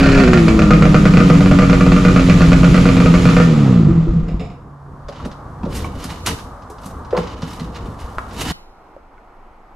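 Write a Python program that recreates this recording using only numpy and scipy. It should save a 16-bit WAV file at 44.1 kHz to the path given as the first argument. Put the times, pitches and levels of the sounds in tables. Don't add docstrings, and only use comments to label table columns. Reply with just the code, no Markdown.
import sys
import numpy as np
from scipy import signal
from scipy.fft import rfft, irfft, next_fast_len
from scipy.io import wavfile
from scipy.ndimage import uniform_filter1d, minimum_filter1d

SR = 44100
rng = np.random.default_rng(int(sys.argv[2]) if len(sys.argv) > 2 else 0)


def dump(signal):
    limited = np.clip(np.atleast_2d(signal).T, -1, 1)
    pcm = np.round(limited * 32767).astype(np.int16)
    wavfile.write(sys.argv[1], SR, pcm)


def gain_from_db(level_db):
    decades = np.asarray(level_db, float) / 20
    return 10 ** decades


N = 429975
TIME = np.arange(N) / SR
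JUMP_S = 8.523


def unit(x):
    return x / np.sqrt(np.mean(x ** 2))


def shape(points, size):
    hz, db = np.transpose(points)
    bin_hz = np.arange(size // 2 + 1) * SR / size
    return gain_from_db(np.interp(np.log(bin_hz + 1), np.log(hz), db))


def noise(points, x=None):
    size = next_fast_len(N)
    x = rng.standard_normal(N) if x is None else x
    return unit(irfft(rfft(x, size) * shape(points, size), size)[:N])


def walk(rate):
    k = int(SR / rate)
    held = np.repeat(rng.standard_normal(N // k + 1), k)
    return 1.1 * uniform_filter1d(uniform_filter1d(held, k), k)[:N]


def curve(table):
    return np.interp(TIME, *np.transpose(table))


def kicks(s, size):
    x = np.zeros(N)
    np.add.at(x, np.clip((np.asarray(s) * SR).astype(int), 0, N - 1), size)
    return x


def fade(x, t60):
    return signal.lfilter([1], [1, -np.exp(-np.log(1000) / (t60 * SR))], x + 1e-18)


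def ring(x, modes):
    out = 0
    for k, (hz, db, t60) in enumerate(modes):
        r, w = np.exp(-np.log(1000) / (t60 * SR)), 2 * np.pi * hz / SR
        note = signal.lfilter([0, r * np.sin(w)], [1, -2 * r * np.cos(w), r * r], x + 1e-18)
        out = out + (-1) ** k * gain_from_db(db) * note
    return out


def swells(s, hold, db, rise_db, fall_db):
    t, out = np.arange(0, N, 32) / SR, 0
    for start, held, top_db, rise in zip(s, hold, db, rise_db + 0 * s):
        early, late = np.maximum(start - t, 0), np.maximum(t - start - held, 0)
        out = out + gain_from_db(top_db - rise * early - fall_db * late)
    return np.interp(TIME, t, out)


def on_deck():
    return np.clip((TIME - 4.1) / 0.23, 0, 1) * np.clip((JUMP_S - TIME) / 0.0013, 0, 1)


# f/Hz, level/dB per Hz
TRAFFIC = [(120, -17), (200, -19.5), (258, -1), (365, -27.5), (462, -19), (564, -5), (1150, -1.5),
           (2510, -33), (6820, -38), (12400, -45), (15500, -82)]
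# t/s, level/dB
TRAFFIC_LEVEL = [
    (4.2, -47.5),
    (4.8, -48.5),
    (5.3, -42),
    (8.52, -41.5),
]


def traffic():
    return gain_from_db(curve(TRAFFIC_LEVEL) + 2.5 + .7 * walk(6)) * noise(TRAFFIC)


# f/Hz, level/dB per Hz
PORCH = [(12, -29), (20, 1), (27, -9), (115, -30), (361, -25), (596, -28), (766, -22), (1340, -29),
         (1720, -40), (2200, -41), (3640, -55), (13500, -69), (15500, -78)]
PORCH_DB = -45


def porch():
    opening = np.clip((TIME - JUMP_S) / .04, .4, 1) * (TIME > JUMP_S)
    return gain_from_db(PORCH_DB + 2.5 + .9 * walk(9)) * noise(PORCH) * opening


def coolant_pump():
    return gain_from_db(-42.5) * unit(ring(rng.standard_normal(N), [(141.0, 0, 3.8)])) * (TIME < 5.64)


# f/Hz, level/dB per Hz
DECK = [(12, -41.5), (20, -4), (60, 6.5), (102, 4), (139, -2), (255, -4), (387, -10.5), (500, -7),
        (650, -40.5), (1100, -120)]
# start t/s, hold t/s, level/dB
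SWAYS = [
    (4.22, 0.086, -26),
    (5.23, 0.047, -33),
    (5.683, 0.038, -24),
    (5.783, 0.27, -27.5),
    (6.29, 0.023, -27.5),
    (6.823, 0.37, -33.5),
    (7.25, 0.62, -29),
    (8.036, 0.067, -35),
    (8.407, 0.12, -26),
]
SWAY_RISE_DB_S, SWAY_FALL_DB_S, DECK_REST_DB, DECK_WOBBLE_DB = 155, 89.5, -35.5, 2.5


def deck():
    sway = gain_from_db(DECK_REST_DB) + swells(*np.transpose(SWAYS), SWAY_RISE_DB_S, SWAY_FALL_DB_S)
    return sway * gain_from_db(-4.5 + DECK_WOBBLE_DB * walk(14)) * noise(DECK)


# f/Hz, level/dB per Hz
SCRAPE = [(180, -33.5), (300, 12), (489, -47), (636, -1), (920, -0.5), (2570, -8), (2930, -4.5),
          (7000, -19.5), (9100, -42.5), (15400, -120)]
# f/Hz, level/dB per Hz
RUSTLE = [(4120, -2), (7000, -1), (10700, -2.5), (12500, -5), (15500, -23.5)]
# f/Hz, level/dB, t60/s
RUNGS = [(3040, 6, 0.058), (3580, 5, 0.035)]
# start t/s, hold t/s, scrape level/dB, its hiss minus scrape level/dB
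DRAGS = [(5.156, 0.091, -53, -30), (5.764, 0.086, -43, -7.5), (5.708, 0.16, -61, -25),
         (6.013, 0.12, -43.5, -9.5), (6.263, 0.0095, -28.5, -25), (6.835, 0.074, -61, 3.5),
         (7.183, 0.0077, -42.5, -29), (7.244, 0.12, -47.5, -25.5), (7.42, 0.017, -43.5, -16),
         (7.5, 0.1, -54, -2.5), (7.6, 0.01, -46, -27), (7.75, 0.022, -43, -23.5),
         (7.992, 0.016, -48.5, -11), (7.861, 1, -65.5, -0.5), (8.411, 0.1, -36.5, -8)]
# start t/s, hold t/s, level/dB
SWISHES = [
    (5.758, .018, -36.5),
    (6.283, 0.0043, -35),
    (6.391, .008, -53),
    (8.414, 0.0089, -39.5),
]
DRAG_RISE_DB, DRAG_FALL_DB_S = 22, 192
SWISH_RISE_DB_S, SWISH_FALL_DB_S = 549, 483


def soles():
    s, hold, db, hiss_db = np.transpose(DRAGS)
    rise_db_s = DRAG_RISE_DB / np.maximum(hold, .01)
    slips = gain_from_db(0.73 * rng.exponential(size=N)) * (rng.random(N) < 900 / SR)
    grains = rng.standard_normal(N) * fade(slips, 0.051)
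    grit = noise(SCRAPE, grains) + gain_from_db(-12.5) * unit(ring(grains, RUNGS))
    scrape = swells(s, hold, db, rise_db_s, DRAG_FALL_DB_S) * grit
    rustle = swells(s, hold, db + hiss_db + 0.5, rise_db_s, DRAG_FALL_DB_S) * noise(RUSTLE, grains)
    wipes = swells(*np.transpose(SWISHES), SWISH_RISE_DB_S, SWISH_FALL_DB_S)
    swish = wipes * noise(RUSTLE, np.sign(grains))
    return gain_from_db(3.5 + 2.2 * walk(33)) * (scrape + rustle) + swish


# t/s, level/dB
TICKS = [(5.0846, -30.5), (5.1243, -37), (5.1582, -39), (5.2011, -39.5), (5.25, -28.5), (5.314, -34.5),
         (5.6326, -41), (5.652, -38), (5.7247, -31.5), (5.7515, -38), (6.033, -30.5), (6.0927, -32.5),
         (6.1013, -28), (6.253, -36.5), (6.27, -17), (6.278, -30), (6.042, -31), (6.3855, -30.5),
         (6.6218, -42), (6.783, -41), (6.8334, -38.5), (7.0484, -41.5), (7.1075, -36), (7.168, -22.5),
         (7.2348, -35), (7.2725, -31), (7.4208, -26), (7.597, -27.5), (7.747, -34.5), (8.31, -33.5),
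         (8.3637, -43.5), (8.3931, -35)]


def ticks():
    s, db = np.transpose(TICKS)
    bursts = fade(kicks(s, gain_from_db(db)), 0.091) * rng.standard_normal(N)
    return gain_from_db(-7) * ring(bursts, [(3060, 2.5, 0.00057), (5530, -1.0, 0.00071), (1250, -6.0, 0.0034)])


# t/s, peak level/dB, f/Hz, t60/s
TAPS = [(4.087, -3, 50, 0.078), (4.162, -10, 165, .12), (4.229, -7.5, 48.3, 0.081),
        (4.343, -11, 61.6, 0.12), (4.344, -14.5, 165, 0.079), (5.823, -17.5, 80, 0.055),
        (5.868, -24.5, 483, .05), (5.977, -16.5, 95, 0.06), (7.1765, -10.5, 2205, 0.0033),
        (7.199, -28, 128.5, 0.063), (7.836, -21, 70, 0.087), (7.887, -18.5, 79, 0.066),
        (8.041, -18, 61.9, 0.13), (8.173, -18, 55.3, 0.055), (8.1841, -5, 1250, 0.0073),
        (8.1872, -17.5, 1350, 0.01), (8.1919, -16.5, 1230, 0.011), (8.435, -22, 171.4, 0.021),
        (8.463, -16.5, 248, .05), (8.49, -23.5, 162, .05), (8.508, -12, 173, 0.034),
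        (7.502, -38.5, 5280, .06), (5.072, -23, 59.9, 0.056), (5.048, -23.5, 55, 0.051),
        (5.256, -22, 330, 0.032), (5.263, -21, 250, .05), (5.314, -24.5, 90.7, .05), (4.934, -25, 110, .05),
        (5.6428, -13, 184, 0.083), (3.801, -16, 334, 0.12), (3.885, -14, 324, .15), (4.07, -16, 331, 0.27),
        (5.845, -24, 2280, .03), (8.395, -33, 3820, 0.099), (8.415, -26, 2860, 0.068),
        (8.5, -32, 2850, .05), (8.965, -27.5, 560, .04), (9.18, -49, 2140, .04), (9.18, -41.5, 1450, 0.049)]


def taps():
    return -sum(ring(kicks([s], 1.0), [(hz, db, t60)]) for s, db, hz, t60 in TAPS)


# t/s, knock level/dB, note f/Hz, boom minus knock level/dB
KNOCKS = [(4.282, -30.5, 530, -17.5), (4.402, -26, 444, 4), (5.198, -24, 1150, -9.5),
          (5.633, -22.5, 930, 11), (5.658, -23.5, 476, -15), (5.953, -33, 490, 5.5),
          (7.127, -11.5, 494, -30), (7.1337, -29.5, 540, -29), (7.157, -17.5, 497, -29),
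          (7.148, -16, 1020, -30), (7.166, -10.5, 1046, -32), (7.176, -19.5, 463, 4),
          (7.428, -32.5, 450, 17)]
# t/s, knock level/dB, note f/Hz, boom minus knock level/dB, clash level/dB
CLASHES = [(5.088, -27, 562, -8, -43.5), (5.254, -26, 498, 1.5, -35.5), (5.844, -18, 926, -23, -33.5),
           (6.039, -44, 362, 20, -20), (6.111, -35, 705, 11, -33.5), (6.261, -17.5, 1260, -32.5, -6.5),
           (6.281, -25.5, 462, 0, -21.5), (6.699, -34, 419, -15, -32), (6.857, -37.5, 543, 10.5, -25.5),
           (7.1755, -11.5, 1036, -36, -29.5), (7.601, -31, 405, 13.5, -38), (8, -46, 995, 4, -36.5),
           (8.1852, -18.5, 1280, -17, -38.5), (8.411, -28, 452, -2.5, -21)]
TICK_DB = -49.5


def knocks():
    rows = [(*row, TICK_DB) for row in KNOCKS] + CLASHES
    out, t = np.zeros(N + SR), np.arange(SR // 2) / SR
    fall = lambda t60: np.exp(-np.log(1000) * t / t60)
    for s, db, hz, boom_db, clash_db in rows:
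        n = rng.standard_normal(len(t))
        t60 = .085 * (500 / hz) ** 1.6
        blow = 0.39 * (t == 0) + 0.094 * n * fall(0.14 * min(500 / hz, 1))
        note = ring(blow, [(hz, -4, t60), (0.69 * hz, -8, t60 / 2), (1.14 * hz, -6, t60 / 2),
                           (1.8 * hz, -13, t60 / 4), (2.7 * hz, -11, t60 / 8)])
        boom = ring(blow, [(94.0, -27.5, 0.24), (169.0, -7, 0.15), (262, -7.5, 0.065)])
        grit = uniform_filter1d(np.diff(n, prepend=0), size=3)
        clash = gain_from_db(-4.0) * grit * (fall(0.11) + 0.11 * fall(0.26)) * np.minimum(t / 0.0017, 1)
        i = int(s * SR)
        out[i:i + len(t)] += gain_from_db(db) * (note + gain_from_db(boom_db) * boom) + gain_from_db(clash_db) * clash
    return out[:N]


# t/s, level/dB
CLACKS = [
    (4.2815, -45.5),
    (4.3958, -41.5),
    (4.448, -58.5),
    (4.4994, -58),
]
# f/Hz, level/dB, t60/s
CLUTCH = [(2760, 3.5, 0.0055), (2080, 4.5, 0.0048), (7000, -8, .005), (3680, -5.5, 0.0093),
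          (5250, -5, 0.0064), (700, 4.5, 0.052)]


def clacks():
    s, db = np.transpose(CLACKS)
    return gain_from_db(-13.5) * ring(fade(kicks(s, gain_from_db(db)), 0.29) * rng.standard_normal(N), CLUTCH)


# t/s, crack level/dB, strokes until a second charge lights, its level/dB
FIRINGS = [(0.199, -8.5, 5, -9), (0.2766, -8, 3, -56), (0.333, -1.5, 5, -9), (0.4815, -4.5, 3, -53),
           (0.5913, -6, 3, -9), (0.706, -2.5, 3, -10), (.823, -6, 3, -13), (0.9441, -3.5, 3, -61),
           (1.0542, -4.5, 8, -10.5), (1.171, -3.5, 3, -10), (1.2995, -6, 5, -14), (1.4061, -9.5, 5, -11.5),
           (1.5125, -6, 3, -48.5), (1.5876, -4.5, 3, -9), (1.697, -8.5, 3, -9), (1.8085, -8.5, 5, -13),
           (1.919, -7, 4, -11.5), (2.05, -4.5, 3, -10.5), (2.1613, -5, 3, -10.5), (2.2857, -16, 1, -4.5),
           (2.4063, -9, 1, -9), (2.5186, -6, 1, -10), (2.632, -9.5, 1, -9), (2.7438, -5.5, 3, -12),
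           (2.855, -6.5, 3, -9), (2.9674, -8, 3, -8), (3.0585, -9.5, 3, -51), (3.14, -8, 1, -14.5),
           (3.254, -6, 3, -10), (3.366, -5.5, 3, -8.5)]
# t/s, strokes per s
SPEED = [(0.0, 134.0), (0.19, 135.4), (0.45, 111.3), (1.01, 96.7), (1.84, 90.3), (2.65, 86.8), (2.84, 90.8),
         (2.97, 86.8), (3.14, 88.3), (3.42, 86.0), (3.482, 80.7), (3.636, 69.3), (3.826, 53.0),
         (3.902, 47.0), (4.1, 35.3), (4.42, 18.9), (4.6, 11.9)]
REV_START_S, REV_GAP_S, REV_DB = 0.00024, .02937, -11.5
REV_PAIR_S, REV_PAIR_DB = .0075, -14.5


def lit():
    s, db, later, again_db = np.transpose(FIRINGS)
    gap = np.round(later) / np.interp(s, *np.transpose(SPEED))
    rev = REV_START_S + REV_GAP_S * np.arange(7)
    none = 0 * rev
    rows = np.c_[[rev, REV_DB + none, 1 + none], [rev + REV_PAIR_S, REV_PAIR_DB + none, none],
                 [s, db, 0 * s], [s + gap, again_db, 1 + 0 * s]]
    return rows[:, np.argsort(rows[0])]


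def strokes(hz):
    free = np.cumsum(hz) / SR
    at = (lit()[0] * SR).astype(int)
    whole = np.cumsum(np.round(np.diff(free[at], prepend=0)))
    return free + uniform_filter1d(np.interp(np.arange(N), at, whole - free[at]), size=600)


# t/s, level/dB
PUMPING = [(0.0, -7.5), (0.18, -4), (0.4, -7), (3.22, -8), (3.32, -9), (3.98, -3.5), (4.03, -14.5),
           (4.11, -14.5), (4.18, -12), (4.28, -26), (4.35, -21), (4.6, -47)]
# multiple of the stroke rate, level/dB
STROKE = [(.5, -10), (1, -3.5), (1.5, 4.5), (2, 4.5), (2.5, -8), (3, 4.5), (4, -3), (5, -15), (5.5, -11),
          (6, -19), (7, -14.5)]
# f/Hz, level/dB
INTAKE = [(50, -16.5), (110, -14), (165, 0.5), (215, -3), (270, -3.5), (330, -5.5), (410, -11.5),
          (600, -11.5), (1000, -33)]
# f/Hz, level/dB, t60/s
AIRBOX = [(165.3, 4, 0.36), (342, -4, 0.64), (212, -9, 0.065)]
# f/Hz, level/dB per Hz
HISS = [(1060, -22), (1800, -7.5), (2470, -5), (3530, -9), (5960, -15.5), (7000, -15), (8540, -26),
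        (10400, -25), (14100, -43), (15500, -58)]
# f/Hz, level/dB, t60/s
FINS = [(6900, -5.5, .03), (7350, 3.5, .06), (7500, -5.5, .05), (8998, -9, .06), (10031, -7.5, .08),
        (10214, -9, .06)]
# f/Hz, level/dB per Hz
DRONE = [(180, -4), (300, 0), (419, -8), (483, -1), (544, -15), (613, -10.5), (842, -17.5), (1090, -16),
         (1210, -10.5), (1670, -26.5), (2000, -24), (2600, -43.5), (4400, -120)]
IDLE_HZ = 97.4
HISS_DB, HISS_DB_PER_OCT, WARM_DB_PER_S = -35.5, 12.5, 2
DRONE_DB, DRONE_DB_PER_OCT, DRONE_KNEE_HZ = -25.5, 12.5, 65
RUMBLE_DB, RUMBLE_DB_PER_OCT, RUMBLE_SWAY_DB = -22, 6, 1.5
SPARK_CUT_S, FREEWHEEL_DB, UNLIT_DB = 3.46, -10, -1
HALF_UNLIT_DB, HALF_FAST_DB_PER_OCT = -5.5, -30
UNLIT_LEAD, UNLIT_DB_PER_ORDER = .9, 1.5
FIRST_FAST_DB_PER_OCT = -13.5
UNLIT_DRONE_DB, COAST_SECOND_DB = -1, 3.5


def intake_pump(hz, phase, slow, unlit):
    intake_hz, intake_db = np.transpose(INTAKE)
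    fast = np.log2(np.maximum(hz / 100, 1))
    alike_db = HALF_UNLIT_DB * unlit + HALF_FAST_DB_PER_OCT * fast
    first_db = FIRST_FAST_DB_PER_OCT * fast
    second_db = COAST_SECOND_DB * np.clip((78 - hz) / 15, 0, 1)
    wave = 0
    for k, db in STROKE:
        level_db = db + np.interp(np.log(k * hz), np.log(intake_hz), intake_db) + alike_db * (k % 1 > 0)
        level_db = level_db + UNLIT_DB_PER_ORDER * unlit * max(k - 3, 0)
        level_db = level_db + first_db * (k == 1) + second_db * (k == 2) + 2.1 * walk(12)
        wave = wave - gain_from_db(level_db) * np.cos(2 * np.pi * k * (phase - .45) + UNLIT_LEAD * unlit)
    at = np.flatnonzero(np.diff(np.floor(phase)))
    uneven_db = rng.standard_normal(len(at)) * (4.5 - 2.5 * unlit[at])
    gulps = ring(uniform_filter1d(kicks(at / SR, gain_from_db(uneven_db)), size=110), AIRBOX)
    pump = gain_from_db(-8 * slow) * wave + gain_from_db(-15.0 + 12 * slow) * gulps
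    pump = pump / np.sqrt(uniform_filter1d(pump ** 2, SR // 6) + 1e-4)
    return gain_from_db(curve(PUMPING) - 3.5) * pump


def gas_hiss(hz, slow, unlit):
    db = HISS_DB + HISS_DB_PER_OCT * np.log2(np.minimum(hz / IDLE_HZ, 1))
    db = db + WARM_DB_PER_S * np.minimum(TIME, 2.5) + 6.4 * np.log2(np.maximum(hz / 112, 1))
    hiss = gain_from_db(db + UNLIT_DB * unlit + 1.0 + 1.2 * walk(8.15)) * noise(HISS)
    hiss = hiss + gain_from_db(-42.5) * ring(np.roll(hiss, SR // 10), FINS)
    dull = uniform_filter1d(hiss, size=3)
    return hiss + unlit * (1 + slow) / 2 * (dull - hiss)


def can_drone(hz, slow, unlit):
    db = DRONE_DB + DRONE_DB_PER_OCT * np.log2(np.minimum(hz / DRONE_KNEE_HZ, 1))
    return gain_from_db(db + UNLIT_DRONE_DB * unlit * (0.5 - slow) + 5.0 + 0.5 * walk(21)) * noise(DRONE)


def chassis_rumble(hz, slow, unlit):
    db = RUMBLE_DB + RUMBLE_DB_PER_OCT * np.log2(np.minimum(hz / IDLE_HZ, 1))
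    db = db + RUMBLE_SWAY_DB * walk(3.6) + FREEWHEEL_DB * unlit * (1 - slow ** 2)
    return gain_from_db(db + 6.5) * noise([(15, -21.5), (30, -6.5), (37, -2.5), (48, -2.5), (62, -1), (85, -8.5),
                                  (200, -5.5), (400, -125.5)])


def engine():
    hz = curve(SPEED)
    slow = np.clip((62 - hz) / 20, 0, 1)
    unlit = np.clip((TIME - SPARK_CUT_S) / 0.011, 0, 1)
    phase = strokes(hz * (1 + 0.04 * slow * walk(25)))
    puff = uniform_filter1d((1.69 + np.exp(-(phase % 1) / 0.46)) / 2, size=60)
    gas = puff * (gas_hiss(hz, slow, unlit) + can_drone(hz, slow, unlit))
    running = np.clip((4.57 - TIME) / 0.044, 0, 1)
    return running * (intake_pump(hz, phase, slow, unlit) + gas + chassis_rumble(hz, slow, unlit))


# f/Hz, level/dB, t60/s
THUMP = [(37, -15, 0.27), (60.4, -15.5, 0.18), (128.5, -3, 0.3), (165, -2.5, 0.65), (228, -9.5, 0.13)]
# f/Hz, level/dB, t60/s
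PIPE = [(482.5, 3, 0.15), (615.4, -6, 0.16), (730, -6, 0.081)]
# f/Hz, level/dB, t60/s
CAN = [(1177, -8, 0.054), (1252, -1.5, 0.15), (1317, -11, 0.18), (1405, -7, 0.1), (1526, -12, 0.2),
       (1799, -21, 0.34), (2107, -9.5, 0.064), (2405, -0.5, 0.008), (2440, -13, 0.095)]
# f/Hz, level/dB, t60/s
HOT_CAN = [(716, -6, 0.18), (1160, -11, 0.25), (1396, -4.5, 0.28), (1521, -3, 0.17), (1714, -12, 0.23),
           (1824, -13, 0.33), (2544, -11.5, 0.11), (2616, -13, 0.12)]
# f/Hz, level/dB, t60/s
RASP = [(2900, -1, 0.012), (4400, 1.5, 0.0099), (5030, -0.5, .006), (6000, -7, 0.0033)]
# f/Hz, level/dB per Hz
BLAST = [(350, -29), (600, 5), (843, -11), (1090, -6), (1220, -5.5), (1690, -8), (2470, -5.5),
         (3190, -16.5), (7030, -23), (10300, -46), (15500, -60)]
PIPE_DB, PIPE_HOT_DB, THUMP_DB, THUMP_HOT_DB, SCATTER_DB = -12.5, -22, -2.5, -3.5, 2
SATURATE = 0.38
SECOND_SNAP_DB = 5
COOL_RATIO, LEAN = 0.96, 0.091


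def firings():
    s, db, second = lit()
    hot = np.clip((.85 - s) / 0.91, 0, 1)
    chance = SCATTER_DB * rng.standard_normal((2, len(s)))
    pipe_db = PIPE_DB + PIPE_HOT_DB * hot + chance[0] - SATURATE * db
    thump_db = THUMP_DB + THUMP_HOT_DB * hot + chance[1] - SATURATE * db
    crack = kicks(s, gain_from_db(db))
    turbulence = rng.standard_normal(N)

    def drive(share):
        pulse = kicks(s, share * gain_from_db(db))
        return pulse + gain_from_db(-23) * fade(pulse, 0.11) * turbulence

    lean = np.clip(.5 + LEAN * chance[0], 0, 1)
    cool = [(COOL_RATIO * hz, level_db, t60) for hz, level_db, t60 in CAN]
    can = ring(drive((1 - hot) * lean), CAN) + ring(drive((1 - hot) * (1 - lean)), cool)
    can = gain_from_db(-9.0) * can + gain_from_db(-11.5) * ring(drive(hot), HOT_CAN)
    rasp = gain_from_db(-33.5) * ring(fade(kicks(s, (hot + 0.25) * gain_from_db(db)), 0.051) * turbulence, RASP)
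    pipe = gain_from_db(1.5) * ring(kicks(s, gain_from_db(db + pipe_db)), PIPE)
    thump = gain_from_db(-2) * ring(kicks(s + 0.0022, gain_from_db(db + thump_db)), THUMP)
    kick = gain_from_db(4.5) * ring(kicks(s + 0.00176, gain_from_db(db)), [(185, 1.1, 0.025)])
    bright = ring(kicks(s, gain_from_db(db + SECOND_SNAP_DB * second)),
                  [(2398, -2.5, 0.027), (2724, -6.0, 0.0083), (4440, -10.5, 0.011)])
    snap = gain_from_db(-8.0) * (bright - ring(crack, [(1390, 5.0, 0.015)]))
    rush = gain_from_db(-13.5) * fade(crack, 0.077) + gain_from_db(-25.0) * fade(crack, 0.38) - gain_from_db(-17) * fade(crack, 0.0056)
    return kick + rasp + snap + can + pipe + thump + rush * noise(BLAST)


# f/Hz, level/dB
AIR = [(6000, 0), (10000, -1), (13500, 0), (14600, -17)]


def through_air(near):
    size = next_fast_len(N + SR)
    near = irfft(rfft(near, size) * shape(AIR, size), size)[:N]
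    tail = np.exp(-np.log(1000) * np.arange(SR // 2) / SR / .5)
    houses = signal.fftconvolve(near, rng.standard_normal(SR // 2) * tail)[:N]
    houses[int(JUMP_S * SR):] *= .3
    return near + gain_from_db(-41.5) * houses


# f/Hz, level/dB
APART = [(60, -25), (110, -19.5), (200, -27), (380, -12), (700, -13.5), (1290, -7.5), (2380, -9),
         (4400, -7.5), (8120, -8.5), (15000, -3.5)]
# f/Hz, level/dB
TILT = [(60, 1), (110, -1), (200, -0.5), (380, 0), (700, -1.5), (1290, 2.5), (2380, -2.5), (4400, -2),
        (8120, -0.5), (15000, 6.5)]
LEFT_LAG_S = 2e-5


def two_ports(mono):
    size = next_fast_len(N + SR)
    mid = rfft(mono, size)
    scatter = rfft(unit(rng.standard_normal(7200) * np.exp(-np.arange(7200) / 1800.)) / 60, size)
    short = shape([(30, -30), (140, 0)], size)
    lag_s = LEFT_LAG_S * shape([(4000, 0), (8000, -14)], size)
    lag = np.exp(-2j * np.pi * np.arange(size // 2 + 1) * SR / size * lag_s)
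    side = short * scatter / (np.abs(scatter) + 1e-9) * shape(APART, size)
    tilt = shape(TILT, size) ** (short / 2)
    return irfft(mid * np.array([(1 + side) * tilt * lag, (1 - side) / tilt]), size)[:, :N]


def scene():
    surroundings = on_deck() * (traffic() + coolant_pump() + deck() + soles()) + porch()
    sharp = ticks() + taps() + knocks() + clacks() + firings()
    return two_ports(surroundings + through_air(sharp) + engine())


def top_cut(x):
    return signal.sosfilt(signal.butter(12, 15610, fs=SR, output="sos"), x)


TOP_HZ, LIMIT_DB = 15150, -0.3


def record(dry):
    cut = signal.sosfilt(signal.ellip(8, .2, 70, TOP_HZ, fs=SR, output="sos"), dry)
    peak = uniform_filter1d(-minimum_filter1d(-np.abs(cut).max(axis=0), size=500), size=700)
    held = cut * np.minimum(gain_from_db(LIMIT_DB) / (peak + 1e-9), 1) ** 0.4
    return top_cut(np.clip(held, -1, 1))


dry = scene()
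out = record(dry)
dump(out)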